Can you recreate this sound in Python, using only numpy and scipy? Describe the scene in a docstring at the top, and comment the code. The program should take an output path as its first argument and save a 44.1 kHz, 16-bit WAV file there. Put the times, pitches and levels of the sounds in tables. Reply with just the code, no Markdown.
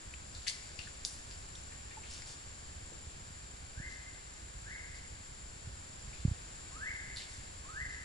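"""A tropical forest, heard through a small hand-held stereo microphone.
A bird whistles four rising notes: gliding sines. Twigs, drips and taps are short noise bursts that ring;
brushed leaves are grainy noise. Trunks scatter these sounds into a long noise tail. The hand on the housing
bumps and rumbles. Behind lie a far cicada chorus, random clicks ringing at the drum pitches, and the hiss
of the canopy, smooth coloured noise."""
import sys
import numpy as np
from scipy import signal
from scipy.fft import rfft, irfft, next_fast_len
from scipy.io import wavfile

SR = 44100
rng = np.random.default_rng(int(sys.argv[2]) if len(sys.argv) > 2 else 0)


def generate_wav(sig):
    """Save sig (samples, or channels by samples) to the path in sys.argv[1] as 16-bit PCM at SR."""
    pcm = np.round(np.clip(np.atleast_2d(sig).T, -1, 1) * 32767).astype(np.int16)
    wavfile.write(sys.argv[1], SR, pcm)


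N = 354608


def amp(db):
    """Gain of a level in dB."""
    return 10 ** (np.asarray(db) / 20)


def rms_one(x):
    """Scales a sound to unit rms."""
    return x / np.sqrt(np.mean(x ** 2) + 1e-20)


def at_hz(points, hz):
    """Reads a (Hz, value) table along a log-frequency axis."""
    table_hz, values = np.transpose(points)
    return np.interp(np.log(np.maximum(hz, 1)), np.log(table_hz), values)


def drift(rate_hz):
    """Smooth random movement of spread 1: noise through two equal one-pole lowpasses at rate_hz."""
    step = 40   # computed on every 40th sample, then joined by straight lines
    r = np.exp(-2 * np.pi * rate_hz * step / SR)
    noise = rng.standard_normal(N // step + 2002)
    smooth = signal.lfilter([1], [1, -2 * r, r * r], noise)[2000:]
    return np.interp(np.arange(N) / step, np.arange(len(smooth)), rms_one(smooth))


def resonance(x, hz, width_hz):
    """Two-pole resonance with gain 1 at its peak."""
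    r = np.exp(-np.pi * width_hz / SR)
    poles = [1, -2 * r * np.cos(2 * np.pi * hz / SR), r * r]
    return signal.lfilter([(1 - r * r) / 2, 0, (r * r - 1) / 2], poles, x)


def filtered(x, order, hz, kind):
    """Butterworth filter of the given kind."""
    return signal.sosfilt(signal.butter(order, hz, kind, fs=SR, output="sos"), x)


def pan(x, pan_db):
    """Two channels, left raised over right by pan_db."""
    return x * amp([[pan_db / 2], [-pan_db / 2]])


def add(out, x, start_s):
    """Mixes x into out from start_s."""
    i = round(start_s * SR)
    out[..., i:i + x.shape[-1]] += x[..., :N - i]


# how the microphone pair hears sound from all around:
# pitch_hz [Hz], likeness [0-1], right_phase [rad], left_over_right_db [dB]
PAIR = [(60, 0.97, -0.5, 2), (200, 0.91, -1, -3), (290, 0, 0, -1), (426, 0.37, -2.5, -0.5),
        (846, 0.5, -3, -0.5), (1360, 0.56, -2.5, 1), (1660, 0.5, -1.5, -3), (2000, 0.83, -2, 3),
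        (2330, 0.04, -2, 5), (2880, 0.05, -7, 0.5), (4470, 0.48, -6.5, 1.7), (5500, 0.6, -8, 2),
        (6300, 0, -5.5, 0), (7380, 0.09, -8, 4), (8200, 0.17, -12.5, 0.5), (10000, 1, -11, 0)]


def all_around(one, other, closer=0.):
    """Left hears one sound; right hears it turned in phase, mixed with an unrelated one."""
    size = next_fast_len(N)
    hz = np.maximum(np.fft.rfftfreq(size, 1 / SR), 1)
    table_hz, *columns = np.transpose(PAIR)
    alike, turn, pan_db = [np.interp(np.log(hz), np.log(table_hz), c) for c in columns]
    alike = np.clip(alike + closer * (1 - alike), 0, 1)   # closer draws the two channels together
    one, other = rfft(one, size), rfft(other, size)
    right = alike * np.exp(1j * turn) * one + np.sqrt(1 - alike ** 2) * other
    return irfft([one * amp(pan_db / 2), right * amp(-pan_db / 2)], size)[:, :N]


# bird whistles: start_s [s], glide_s [s], top_fade_s [s], first_hz [Hz], top_hz [Hz],
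# level_db [dB, before gain by pitch and flutter], direct_db [dB, part passing the leaves straight]
WHISTLES = [(3.745, .098, 0.03, 1400, 2087, -42, -7), (4.62, .115, 0.016, 1282, 2210, -42, -6.5),
            (6.712, .182, .012, 993, 2235, -36, -3), (7.645, .18, 0.015, 1010, 2075, -36, -2.5)]
# how strongly each whistled pitch arrives through the forest: pitch_hz [Hz], gain_db [dB]
WHISTLE_BY_PITCH = [(1000, -15), (1130, -22), (1290, -10), (1400, -20), (1530, -8.5), (1700, 0),
                    (1850, -6.5), (2050, 1.5), (2300, -2.5)]
FLUTTER_DB, FLUTTER_HZ = 2, 79   # spread and rate limit of the strength flutter
BIRD_ATTACK_S, BIRD_LAG_S = 0.01, 0.00016   # the lag is of the right port
BIRD_PAN_DB_PER_OCTAVE = 10   # left over right, even at 1600 Hz


def bird():
    """Sines glide evenly up in octaves, fluttering in strength; right lags, left gains on it with pitch."""
    near, far, t = np.zeros((2, N)), np.zeros(N), np.arange(N) / SR
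    flutter = amp(FLUTTER_DB * drift(FLUTTER_HZ))
    for start_s, glide_s, top_fade_s, first_hz, top_hz, level_db, direct_db in WHISTLES:
        hz = first_hz * (top_hz / first_hz) ** np.clip((t - start_s) / glide_s, 0, 1)
        attack = (t - start_s) / BIRD_ATTACK_S
        fade = (start_s + glide_s + top_fade_s - t) / top_fade_s
        envelope = np.clip(np.minimum(attack, fade), 0, 1)
        strength = envelope * amp(level_db + at_hz(WHISTLE_BY_PITCH, hz)) * flutter
        turns = np.cumsum(hz) / SR - hz * [[0], [BIRD_LAG_S]]
        tone = strength * np.sin(2 * np.pi * turns)
        pan_db = BIRD_PAN_DB_PER_OCTAVE * np.log2(hz / 1600)
        near += amp(direct_db + np.array([pan_db, -pan_db]) / 2) * tone
        far += tone[0]   # what the forest scatters
    return near, far


# twigs, drips and taps: start_s [s], peak_db [dB, of the ring before pan], ring_hz [Hz],
# width_hz [Hz, of the first of three resonances], left_over_right_db [dB], forest_send_db [dB]
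SNAPS = [(0.138, -41, 2360, 895, 8, -14), (0.35, -37.5, 3800, 2500, 5, 4.5), (.422, -43, 3500, 2500, 5, -8),
         (.467, -35, 2350, 1400, 7, 2), (0.47, -33, 2020, 910, 10, 6.5), (.4765, -33, 4580, 700, 3, -3),
         (.482, -23, 3880, 2200, 10, -16), (.487, -29, 4270, 1200, 4, -15), (.79, -38.5, 2340, 1000, 13, 5),
         (.791, -39.5, 4800, 1500, 12, -11), (.87, -44.5, 1600, 300, 4, -2),
         (1.05, -15.5, 4740, 3520, -3, -5), (1.311, -36, 3200, 3000, 7, 6),
         (1.553, -43.5, 3570, 600, 1, -10), (1.556, -45, 5600, 700, -1, 2), (1.72, -47.5, 1990, 700, 2, 6),
         (1.91, -45, 1600, 1100, -1, 9.5), (1.969, -44.5, 868, 70, -2, -19),
         (2.037, -43.5, 2170, 1500, 0, 5), (2.102, -44, 4750, 2000, 1, 4), (2.112, -38, 5000, 2500, 1, -4),
         (2.127, -38, 3500, 3500, -1, 3), (2.137, -42, 5500, 1500, 1, -1), (2.221, -37, 4640, 2500, 3, -4),
         (2.22, -43, 1820, 700, 3, -4), (2.262, -45, 4800, 1500, 1, -2), (2.919, -46.5, 377, 150, -3, -2),
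         (5.994, -46, 4870, 2000, 1, 4), (6.131, -46, 2590, 1300, 2, 7), (7.162, -35, 4200, 3000, 1, 4),
         (7.17, -34, 4030, 1800, -3, 4)]
# a dry, widely ringing twig breaks at once, a narrowly ringing one tears longer
TEAR_S, TEAR_HALVED_AT_HZ = 0.0075, 1200   # longest tear; ring width that halves it
# the bright crack follows the ring's pitch
CRACK_DB, CRACK_DB_PER_OCTAVE = -1.5, 4   # crack over ring for a ring at 4000 Hz; slope with ring pitch


def snaps():
    """A short burst of breaking fibres rings at its own pitch, with a bright crack on top."""
    near, far = np.zeros((2, N)), np.zeros(N)
    age = np.arange(2500) / SR
    for start_s, peak_db, ring_hz, width_hz, pan_db, forest_send_db in SNAPS:
        tear_s = TEAR_S / (1 + (width_hz / TEAR_HALVED_AT_HZ) ** 2)
        burst = rng.standard_normal(2500) * np.exp(-2 * age / tear_s)
        burst[0] = 2.6   # the first break
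        ring = resonance(burst, ring_hz, width_hz)
        ring = resonance(resonance(ring, ring_hz, width_hz * 2), ring_hz, width_hz * 2)
        crack = filtered(burst, 2, 6500, "high")
        crack_db = peak_db + CRACK_DB + CRACK_DB_PER_OCTAVE * np.log2(ring_hz / 4000)
        sound = amp(peak_db) * ring / np.abs(ring).max()
        sound = sound + amp(crack_db) * crack / np.abs(crack).max()
        add(near, pan(sound, pan_db), start_s)
        add(far, sound * amp(forest_send_db), start_s)
    return near, far


# brushed leaves: start_s [s], length_s [s], level_db [dB rms before swell, fade and pan],
# centre_hz [Hz], pan_db [dB, left over right, on top of an already fainter right]
RUSTLES = [(0.303, 0.31, -65.5, 4470, 7), (0.469, 0.042, -47, 4630, 19), (0.785, 0.11, -57.5, 3470, 4),
           (1.05, 0.038, -44.5, 7140, 4), (1.076, 0.12, -53.5, 6600, -5), (0.496, 0.11, -64, 2600, 3),
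           (2.027, 0.28, -61, 2500, 2), (2.101, 0.13, -53, 5030, -5), (2.261, 0.12, -54, 4730, -3),
           (3.89, 0.093, -60, 4450, 3), (4.949, 0.056, -58.5, 4360, -1), (6.133, 0.17, -64, 3500, 1),
           (7.167, 0.11, -50.5, 3100, -5), (7.277, 0.15, -57, 5450, -6), (7.902, 0.087, -60, 3500, -3)]


def rustles(grain_db=3.0, sharpness=0.73):
    """Uneven grains of noise swell at once and fade as the leaves settle."""
    out = np.zeros((2, N))
    for start_s, length_s, level_db, centre_hz, pan_db in RUSTLES:
        grain_gain = amp(grain_db * np.repeat(rng.standard_normal(200), 80))   # a new gain every 80 samples
        grains = rng.standard_normal((2, 16000)) * grain_gain
        grains[1] = 0.47 * grains[0] + 0.3 * grains[1]   # right is partly alike, and fainter
        age = np.arange(16000) / SR / length_s
        shape = np.clip(age * 14, 0, 1) * np.exp(-2 * age ** 3.2)
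        colour = resonance(grains, centre_hz, centre_hz / sharpness)
        colour = resonance(colour, centre_hz, centre_hz * 1.18)
        add(out, pan(amp(level_db) * shape * rms_one(colour), pan_db), start_s)
    return out


# bumps of the hand: start_s [s], peak_db [dB before pan], swing_hz [Hz, sets the pace of the swings]
BUMPS = [(2.917, -46, 63), (3.773, -39.5, 83.4), (3.799, -37, 127), (5.122, -42, 61.3), (5.671, -35.5, 84),
         (5.974, -51, 83.4), (6.075, -37.5, 60), (6.25, -17, 115), (6.278, -24, 84), (6.312, -25.5, 83)]
GRIP_PER_S, GRIP_DB, GRIP_HZ = 100, -52.5, 71   # faint pushes; their rms before pan; pitch setting their band
HAND_PAN_DB = -2.5   # left over right


def hand(spread_db=2.0):
    """Pushes on the housing dip, swing and slowly rebound; the trembling grip gives many faint ones."""
    bumps = np.zeros(N)
    for start_s, peak_db, swing_hz in BUMPS:
        done = np.clip(np.arange(3000) / SR * swing_hz / 1.55, 0, 1)
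        done = (1 - np.exp(-1.2 * done)) / (1 - np.exp(-1.2))   # three half swings, each slower
        push = -np.sin(3 * np.pi * done) * np.sin(np.pi * done) * np.exp(-.6 * done)
        push = filtered(push, 2, 600, "low")   # soft flesh
        add(bumps, amp(peak_db) * push / np.abs(push).max(), start_s)
    sizes = amp(spread_db * np.minimum(rng.exponential(1, N), 4)) * rng.choice([-1, 1], N)
    tremor = (rng.random(N) < GRIP_PER_S / SR) * sizes
    tremor = filtered(tremor, 2, [GRIP_HZ * 0.4, GRIP_HZ * 1.56], "band")
    tremor = tremor + 1.22 * resonance(tremor, 57.7, 28)   # the housing rocks at its own pitch
    return pan(bumps + amp(GRIP_DB) * rms_one(tremor), HAND_PAN_DB)


# cicada drums: drum_hz [Hz], width_hz [Hz], level_db [dB rms before swell and pair]
CICADAS = [(7100, 140, -61), (7246, 200, -62), (7470, 225, -61), (7590, 490, -67.5), (6880, 79, -70.5),
           (10030, 180, -75.5)]


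def cicadas(swell_db, clicks_per_s=2500):
    """Many unsynchronised drum clicks ring each drum pitch into a whine."""
    out = np.zeros((2, N))
    for drum_hz, width_hz, level_db in CICADAS:
        clicks = (rng.random((2, N)) < clicks_per_s / SR) * rng.standard_normal((2, N))
        # two resonances in a row narrow each other, so each is set wider
        ringing = resonance(clicks, drum_hz, width_hz * 1.56)
        ringing = resonance(ringing, drum_hz, width_hz * 1.56)
        out += amp(level_db) * rms_one(ringing)
    return amp(swell_db) * all_around(*out)


# canopy hiss before swell and pair: pitch_hz [Hz], level_db [dB per Hz]
CANOPY = [(25, -75.5), (60, -87.5), (150, -85.5), (300, -88), (560, -88), (1200, -90), (1650, -90),
          (2200, -92), (3200, -95), (4600, -96), (6300, -96), (8800, -101.5), (9600, -101.5),
          (11050, -101.5)]


def canopy(swell_db):
    """Far leaves and air: smooth coloured noise."""
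    size = next_fast_len(N)
    colour = amp(at_hz(CANOPY, np.fft.rfftfreq(size, 1 / SR))) * np.sqrt(SR / 2)
    noise = rng.standard_normal((2, size))
    hiss = irfft(rfft(noise) * colour, size)[:, :N]
    return amp(swell_db) * all_around(*hiss)


# time for the forest tail to die by 60 dB: pitch_hz [Hz], decay_s [s]
FOREST_T60 = [(500, 0.81), (2000, 1.5), (4500, 1.9), (10000, 1.8)]


def forest(x, closer, rise_s, early_db, early_s=0.025):
    """Trunks and leaves scatter sound into dense noise, strongest early, dying at its own pace per band."""
    age, tail = np.arange(SR * 3 // 2) / SR, 0
    shape = (1 - np.exp(-age / rise_s)) * (1 + amp(early_db) * np.exp(-age / early_s))   # nearest trunks
    edges_hz = 280 * 2 ** np.arange(0, 6.1, .5)   # half-octave bands
    for low_hz, high_hz in zip(edges_hz, edges_hz[1:]):
        band = filtered(rng.standard_normal((2, len(age))), 2, [low_hz, high_hz], "band")
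        decay_s = at_hz(FOREST_T60, np.sqrt(low_hz * high_hz))
        band = band * amp(-60 * age / decay_s) * shape
        band = band / np.sqrt(np.sum(band ** 2) / 2)
        tail = tail + band * np.sqrt((high_hz - low_hz) / (SR / 2))   # even energy per Hz
    scattered = signal.fftconvolve(x[None], tail, axes=1)[:, :N]
    return all_around(*scattered, closer=closer)


# swells of the cicada chorus: time_s [s], gain_db [dB]
SWELL = [(0, 1.5), (2, 2), (3.4, 1), (5.6, 1), (6.6, 2.5), (8.04, 1.5)]
CANOPY_SWELL_DB = -1.5   # the hiss rises and falls with the chorus, offset by this


def scene():
    """Mixes bird, twigs and leaves with their scattered tails, then hand, cicadas and canopy."""
    swell_db = np.interp(np.arange(N) / SR, *np.transpose(SWELL))
    whistle, whistle_send = bird()
    twigs, twig_send = snaps()
    leaves = rustles()
    far_tail = forest(whistle_send, closer=0.23, rise_s=0.02, early_db=3)
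    near_send = twig_send + amp(-3.5) * leaves[0]
    near_tail = forest(near_send, closer=0.15, rise_s=0.0015, early_db=14.5)
    foreground = whistle + far_tail + twigs + leaves + near_tail + hand()
    return foreground + cicadas(swell_db) + canopy(swell_db + CANOPY_SWELL_DB)


PORT_HZ, PORT_WIDTH_HZ, PORT_BOOST = 4660, 630, 0.53   # boost is the gain of the added ring
CUTOFF_HZ = 11030


def record(dry):
    """The microphone port rings a little; a steep lowpass cuts the top."""
    coloured = dry + PORT_BOOST * resonance(dry, PORT_HZ, PORT_WIDTH_HZ)
    return signal.sosfilt(signal.ellip(12, .5, 70, CUTOFF_HZ, fs=SR, output="sos"), coloured)


dry = scene()
out = record(dry)
generate_wav(out)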